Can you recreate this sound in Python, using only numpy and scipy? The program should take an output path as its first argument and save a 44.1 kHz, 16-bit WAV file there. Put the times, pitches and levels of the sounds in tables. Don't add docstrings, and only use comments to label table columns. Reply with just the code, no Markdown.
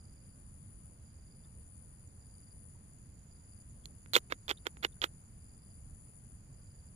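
import sys
import numpy as np
from scipy import signal
from scipy.io import wavfile
from scipy.ndimage import uniform_filter1d

SR = 44100
rng = np.random.default_rng(int(sys.argv[2]) if len(sys.argv) > 2 else 0)


def invert_db(level):
    return 10 ** (np.asarray(level, dtype=float) / 20)


def store_wav(level_fs):
    pcm = np.round(np.clip(np.atleast_2d(level_fs), -1, 1) * 32767)
    wavfile.write(sys.argv[1], SR, pcm.T.astype(np.int16))


N = 306495

# frequency in Hz, level in dB per Hz.
AIR_SPECTRUM = [(15, -88.5), (30, -82.5), (60, -73), (130, -79), (230, -87), (330, -97.5), (700, -105),
                (2000, -111), (3000, -117), (3800, -120), (6000, -118), (16000, -119)]
# frequency in Hz, likeness from 0 to 1.
AIR_LIKENESS = [(60, 0.98), (130, 1), (290, 0.8), (640, 0.55), (1400, 0.05)]
# first pulse in seconds, pulses per second, lull level in dB, swell length in seconds, top level in dB.
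TRILL_PHRASES = [
    (.0092, 92, -67.5, 0.71, -61.5),
    (1.018, 88, -70, 0.64, -61),
    (2.0803, 96, -67, 0.45, -61.5),
    (3.161, 91, -69.5, 0.23, -63.5),
    (4.2083, 88.3, -66, .7, -63.5),
    (5.269, 97, -65.5, 0.86, -61),
    (6.368, 102, -69, 0.5, -64),
]
# time in seconds, level in dB.
CHORUS_LEVEL = [
    (0.0, -70),
    (1.3, -71),
    (4.3, -68.5),
    (6.95, -70),
]
# start in seconds, end in seconds, pairs per second, level in dB.
CRICKET_BOUTS = [
    (.0084, .37, 23.9, -63),
    (1.0685, 1.47, 23.9, -64),
    (2.2224, 2.54, 23.55, -63),
    (3.3223, 3.64, 24.0, -64),
    (4.386, 4.71, 23.9, -68),
    (5.4186, 5.79, 23.65, -65),
    (6.5419, 6.91, 23.45, -65),
]
# start in seconds, pitch in Hz, length in seconds, level in dB.
FAR_NOTES = [
    (1.431, 3560, 0.034, -74),
    (1.445, 1770, 0.032, -76),
    (2.745, 948, 0.024, -69.5),
    (4.572, 3650, 0.0059, -51.5),
    (4.58, 3750, .007, -58),
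    (4.921, 3580, 0.015, -66.5),
    (4.964, 1510, .012, -66),
    (3.836, 3350, 0.0096, -66),
]
# frequency in Hz, width in Hz, level in dB.
SHELL_MODES = [(454, 183, 1), (950, 359.5, -10), (1460, 290, 2.5), (2020, 480, 5.5)]
# frequency in Hz, width in Hz, level in dB.
PLATE_MODES = [(3490, 240, -7.5), (3560, 750, -14), (4230, 660, -1.5)]
# time in seconds, thud in dB, plate ring in dB, crack in dB, ring pitch in Hz.
CASE_SNAPS = [(3.8565, -82, -36, -34, 4200), (4.0602, -44.5, -65, -58, 2650), (4.135, -27, -21, -17, 4200),
              (4.1409, -42, -20, -26, 4070), (4.1445, -42, -21, -21, 3700), (4.1498, -29, -21, -28, 3600),
              (4.1542, -26, -8, -16, 3460), (4.1641, -10.5, -12.5, -13.5, 2506),
              (4.1664, -23.5, -23, -34, 2440), (4.3225, -19.5, -30, -51, 3490),
              (4.3243, -19.5, -46, -40, 3490), (4.4813, -36.5, -31, -36, 3520),
              (4.4932, -33, -22.5, -30, 2450), (4.4986, -36, -23, -48, 3310), (4.5059, -27, -28, -43, 3160),
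              (4.512, -24.5, -20.5, -55, 3300), (4.5131, -24.5, -27, -55, 2950),
              (4.6681, -17, -24.5, -25, 3240), (4.7703, -40, -65, -70, 1500), (4.8471, -22, -17, -41, 3040),
              (4.8494, -17, -19.5, -40, 2880), (5.0178, -49, -19.5, -40.5, 3310),
              (5.0398, -28, -16, -34, 3130), (5.042, -16.5, -22.5, -28, 3250)]
# start in
# seconds, time to release in seconds, start level in dB, release level in dB, ring over thud in dB.
CASE_CREAKS = [
    (4.1367, 0.028, -35, -23.5, 3.5),
    (4.3006, .021, -37.5, -40, -5),
    (4.4825, 0.025, -33, -32.5, -2),
    (4.6562, 0.013, -33, -42.5, -17),
    (4.8276, 0.017, -30, -30, -4),
    (5.0208, 0.031, -25.5, -41, -2.5),
]
# frequency in Hz, gain in dB.
CASE_TO_LEFT = [(3600, -2.5), (6600, -13), (7900, -16), (8600, -4.5), (10800, -3.5), (11400, 13),
                (13800, 4), (14200, -24)]
# frequency in Hz, gain in dB.
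CASE_TO_RIGHT = [(3600, 0), (4600, -2), (7200, 4.5), (8200, -9.5), (10000, -14), (10700, 3), (13300, 1.5),
                 (14200, -2)]
# frequency in Hz, gain in dB.
LEFT_COLOUR = [(3500, -1), (5200, -4.5), (6200, -22.5), (6600, -8), (7600, -7.5), (8800, 4), (10000, 4.5),
               (10900, 0.5), (11200, -32), (12500, -28), (14000, -29), (14700, -50)]
# frequency in Hz, gain in dB.
RIGHT_COLOUR = [(3500, -.5), (6000, -3), (8000, 0), (8600, -4), (10000, -5), (10500, -22), (11500, -18),
                (12500, -7.5), (13700, -6.5), (14200, .5), (15400, -3.5), (15800, -55)]


def evened(x):
    return x / np.sqrt(np.mean(x ** 2) + 1e-20)


def read(points, hz):
    f, value = np.transpose(points)
    return np.interp(np.log(hz + 1), np.log(f + 1), value)


def resonate(x, hz, width):
    turn = np.exp(2j * np.pi * np.cumsum(hz * np.ones(len(x))) / SR)
    r = np.exp(-np.pi * width / SR)
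    return 2 * (turn * signal.lfilter([1 - r], [1, -r], x / turn)).real


def whistle(hz, width):
    once = resonate(rng.standard_normal(N), hz, width)
    return evened(resonate(once, hz, width))


def drift(seconds):
    span = int(seconds * SR)
    smooth = uniform_filter1d(rng.standard_normal(N), span)
    return evened(uniform_filter1d(smooth, span))


def hump(phase, duty):
    return np.sin(np.pi * np.clip(phase / duty, 0, 1)) ** 2


def modes(table):
    t = np.arange(1500) / SR
    return sum(invert_db(db) * np.exp(-np.pi * width * t) * np.sin(2 * np.pi * hz * t) for hz, width, db in table)


def port(x, colour):
    log_gain = np.log(invert_db(read(colour, abs(np.fft.fftfreq(4096, 1 / SR)))))
    taps = np.fft.ifft(np.exp(np.conj(signal.hilbert(log_gain)))).real[:2048]
    return signal.oaconvolve(x, taps)[:N]


def air():
    frames, hz = N // 512 + 6, np.fft.rfftfreq(2048, 1 / SR)
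    a, b, c, d, patches = rng.standard_normal((frames, 1025, 5)).T
    patches = evened(uniform_filter1d(uniform_filter1d(patches, 20, 0), 6, 1))
    same = np.clip(read(AIR_LIKENESS, hz), 0, 1)[:, None]
    left = a + 1j * b
    right = same * left + np.sqrt(1 - same ** 2) * (c + 1j * d)
    spectra = np.array([left, right])
    spectra *= invert_db(read(AIR_SPECTRUM, hz)[:, None] + 0.85 * patches + 16.5)
    return signal.istft(spectra, nperseg=2048, noverlap=1536)[1][:, :N] * invert_db([[-.6], [.4]])


def strokes(phase, centre_hz):
    hz = centre_hz - 1000 * (phase - .36) + 40 * drift(.01)
    tone = np.sin(2 * np.pi * np.cumsum(hz) / SR)
    return evened(tone * hump(phase, .74) ** .7 * invert_db(2.2 * drift(.012)))


def trill():
    t = np.arange(N) / SR
    start, per_s, lull_db, swell, top_db = np.transpose(TRILL_PHRASES)
    k = np.maximum(np.searchsorted(start, t) - 1, 0)
    since = t - start[k]
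    near = strokes((since * per_s[k] + .37) % 1, 9890)
    rival = strokes(np.cumsum(93 + 3.0 * drift(.1)) / SR % 1, 9830)
    others = .6 * rival + .8 * whistle(9870, 480) + .3 * whistle(9450, 600) + .04 * whistle(10500, 700)
    lull = start + .1
    effort_times = np.ravel([lull, lull + swell], "F")
    effort_db = np.interp(t, effort_times, np.ravel([lull_db, top_db], "F"))
    crowd = invert_db(2 - 8 * since)
    mix = (near + crowd * others) / np.sqrt(.5 + .5 * crowd ** 2)
    return invert_db(effort_db) * mix * invert_db([[-4], [-62]])


def chorus():
    seconds, level_db = np.transpose(CHORUS_LEVEL)
    effort_db = np.interp(np.arange(N) / SR, seconds, level_db)
    phase = (np.cumsum(77.2 + 1.1 * drift(.2)) / SR) % 1
    throb = .65 + .7 * hump(phase, .7)
    voices = whistle(7030, 340) * throb + invert_db(-9) * whistle(6600, 300)
    return invert_db(effort_db) * invert_db(1.3 * drift(0.02)) * voices * invert_db([[-22], [3]])


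def cricket():
    t, gate = np.arange(N) / SR, np.zeros(N)
    for first, end, per_s, db in CRICKET_BOUTS:
        since = ((t - first + 0.013) * per_s % 1) / per_s
        pair = .85 * hump(since, .0095) + hump(since - .012, .0105)
        gate += invert_db(db) * pair * (t > first - .0115) * (t < end)
    tone = np.sin(2 * np.pi * np.cumsum(4815 + 15 * drift(.02)) / SR)
    chirps = tone * gate * invert_db(1.8 * drift(.03))
    far = np.array([whistle(4780, 420), whistle(4780, 420)]) * invert_db([[-82.5], [-78]])
    return np.array([np.roll(chirps, 5), chirps]) * invert_db([[-5], [2]]) + far


def katydid():
    t = np.arange(N) / SR
    bursts = .3 + .7 * hump((t - 1.975) * 9.1 % 1, .95)
    rasp = hump(t * 136 % 1, .7)
    on = np.clip(np.minimum(t + .4, 10 * (2.76 - t)) / 0.3, 0, 1)
    return invert_db(-66) * whistle(9700, 830) * bursts * rasp * on * invert_db([[0], [-40]])


def peeps():
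    t = np.arange(N) / SR
    notes = sum(invert_db(db) * hump(t - s, length) * np.sin(2 * np.pi * hz * t) for s, hz, length, db in FAR_NOTES)
    notes = np.array([np.roll(notes, -12), notes])
    return notes * (1 + .5 * drift(0.00064)) * invert_db([[-3], [2]])


def slips():
    gap_s, scatter_db, settle_db_per_s = .0026, 1, 894.5
    grip_s, settle_s = .0077, .024
    rows = [np.array(CASE_SNAPS)]
    for start, build, first_db, last_db, ring_db in CASE_CREAKS:
        gap, a, b, c, d = rng.random((24, 5)).T
        waits = gap_s * (.5 + gap)
        since = np.cumsum(waits) - waits[0]
        db = np.interp(since, [0, build], [first_db, last_db])
        db = db - settle_db_per_s * np.maximum(since - build, 0)
        db = db - 8 * np.exp(-since / grip_s) - 60 * (since > build + settle_s)
        thud, ring, crack = (db + scatter_db * (2 * u - 1) for u in (a, b, c))
        hz = 3250 + 380 * 2 * (2 * d - 1)
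        rows.append(np.transpose([start + since, thud, ring + ring_db, crack + ring_db - 3.5, hz]))
    return np.concatenate(rows).T


def creaks():
    s, thud_db, ring_db, crack_db, ring_hz = slips()
    at = np.round(s * SR).astype(int)
    thud, ring, crack, own = np.zeros((4, N))
    thud[at], ring[at], crack[at] = invert_db(thud_db), invert_db(ring_db), invert_db(crack_db)
    t = np.arange(900) / SR
    swell = (1 - np.exp(-t / .0003)) * np.exp(-t / .0015)
    for start, db, hz in zip(at, ring_db, ring_hz):
        own[start - 12:start + 888] -= invert_db(db) * swell * np.sin(2 * np.pi * hz * t)

    rattle = signal.oaconvolve(thud + 0.32 * ring, np.exp(-t / 0.0025))[:N] * rng.standard_normal(N)
    fizz_decay = np.exp(-t / 0.000957) + 0.292 * np.exp(-t / 0.0054)
    fizz = signal.oaconvolve(crack, fizz_decay)[:N] * rng.standard_normal((2, N))
    fizz = signal.sosfilt(signal.butter(2, 5200, "high", fs=SR, output="sos"), fizz)
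    fizz = fizz - invert_db(4) * signal.oaconvolve(crack, modes([(6900, 1300, 0.0022)]))[:N]

    body = -signal.oaconvolve(thud + invert_db(-24) * rattle, modes(SHELL_MODES))[:N] * invert_db(-6.5)
    struck = invert_db(-0.5) * ring + invert_db(-32.5) * rattle
    plate = invert_db(3.5) * own - signal.oaconvolve(struck, modes(PLATE_MODES))[:N]
    plate = resonate(plate, 4400, 4590)
    push = -invert_db(-3.5) * signal.oaconvolve(thud, signal.windows.hann(13))[:N]
    sides = np.array([invert_db(-5.5) * (body + push) + invert_db(-3.5) * plate, body + push + plate])
    sides = signal.sosfilt(signal.butter(4, 330, "high", fs=SR, output="sos"), sides)
    left, right = sides + fizz * invert_db([[-9], [-4]])
    return np.array([port(left, CASE_TO_LEFT), port(right, CASE_TO_RIGHT)])


def late_singer():
    on = np.clip((np.arange(N) / SR - 5.1) / .2, 0, 1)
    return invert_db(-84.5) * whistle(7440, 200) * on * invert_db([[0], [4]])


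def scene():
    insects = trill() + chorus() + cricket() + katydid() + late_singer()
    return air() + insects + peeps() + creaks()


def low_pass(x):
    return signal.sosfilt(signal.butter(12, 16640, fs=SR, output="sos"), x)


def record(dry):
    left = np.roll(port(dry[0], LEFT_COLOUR), 12)
    right = port(dry[1], RIGHT_COLOUR)
    return low_pass(np.array([left, right]))


dry = scene()
out = record(dry)
store_wav(out)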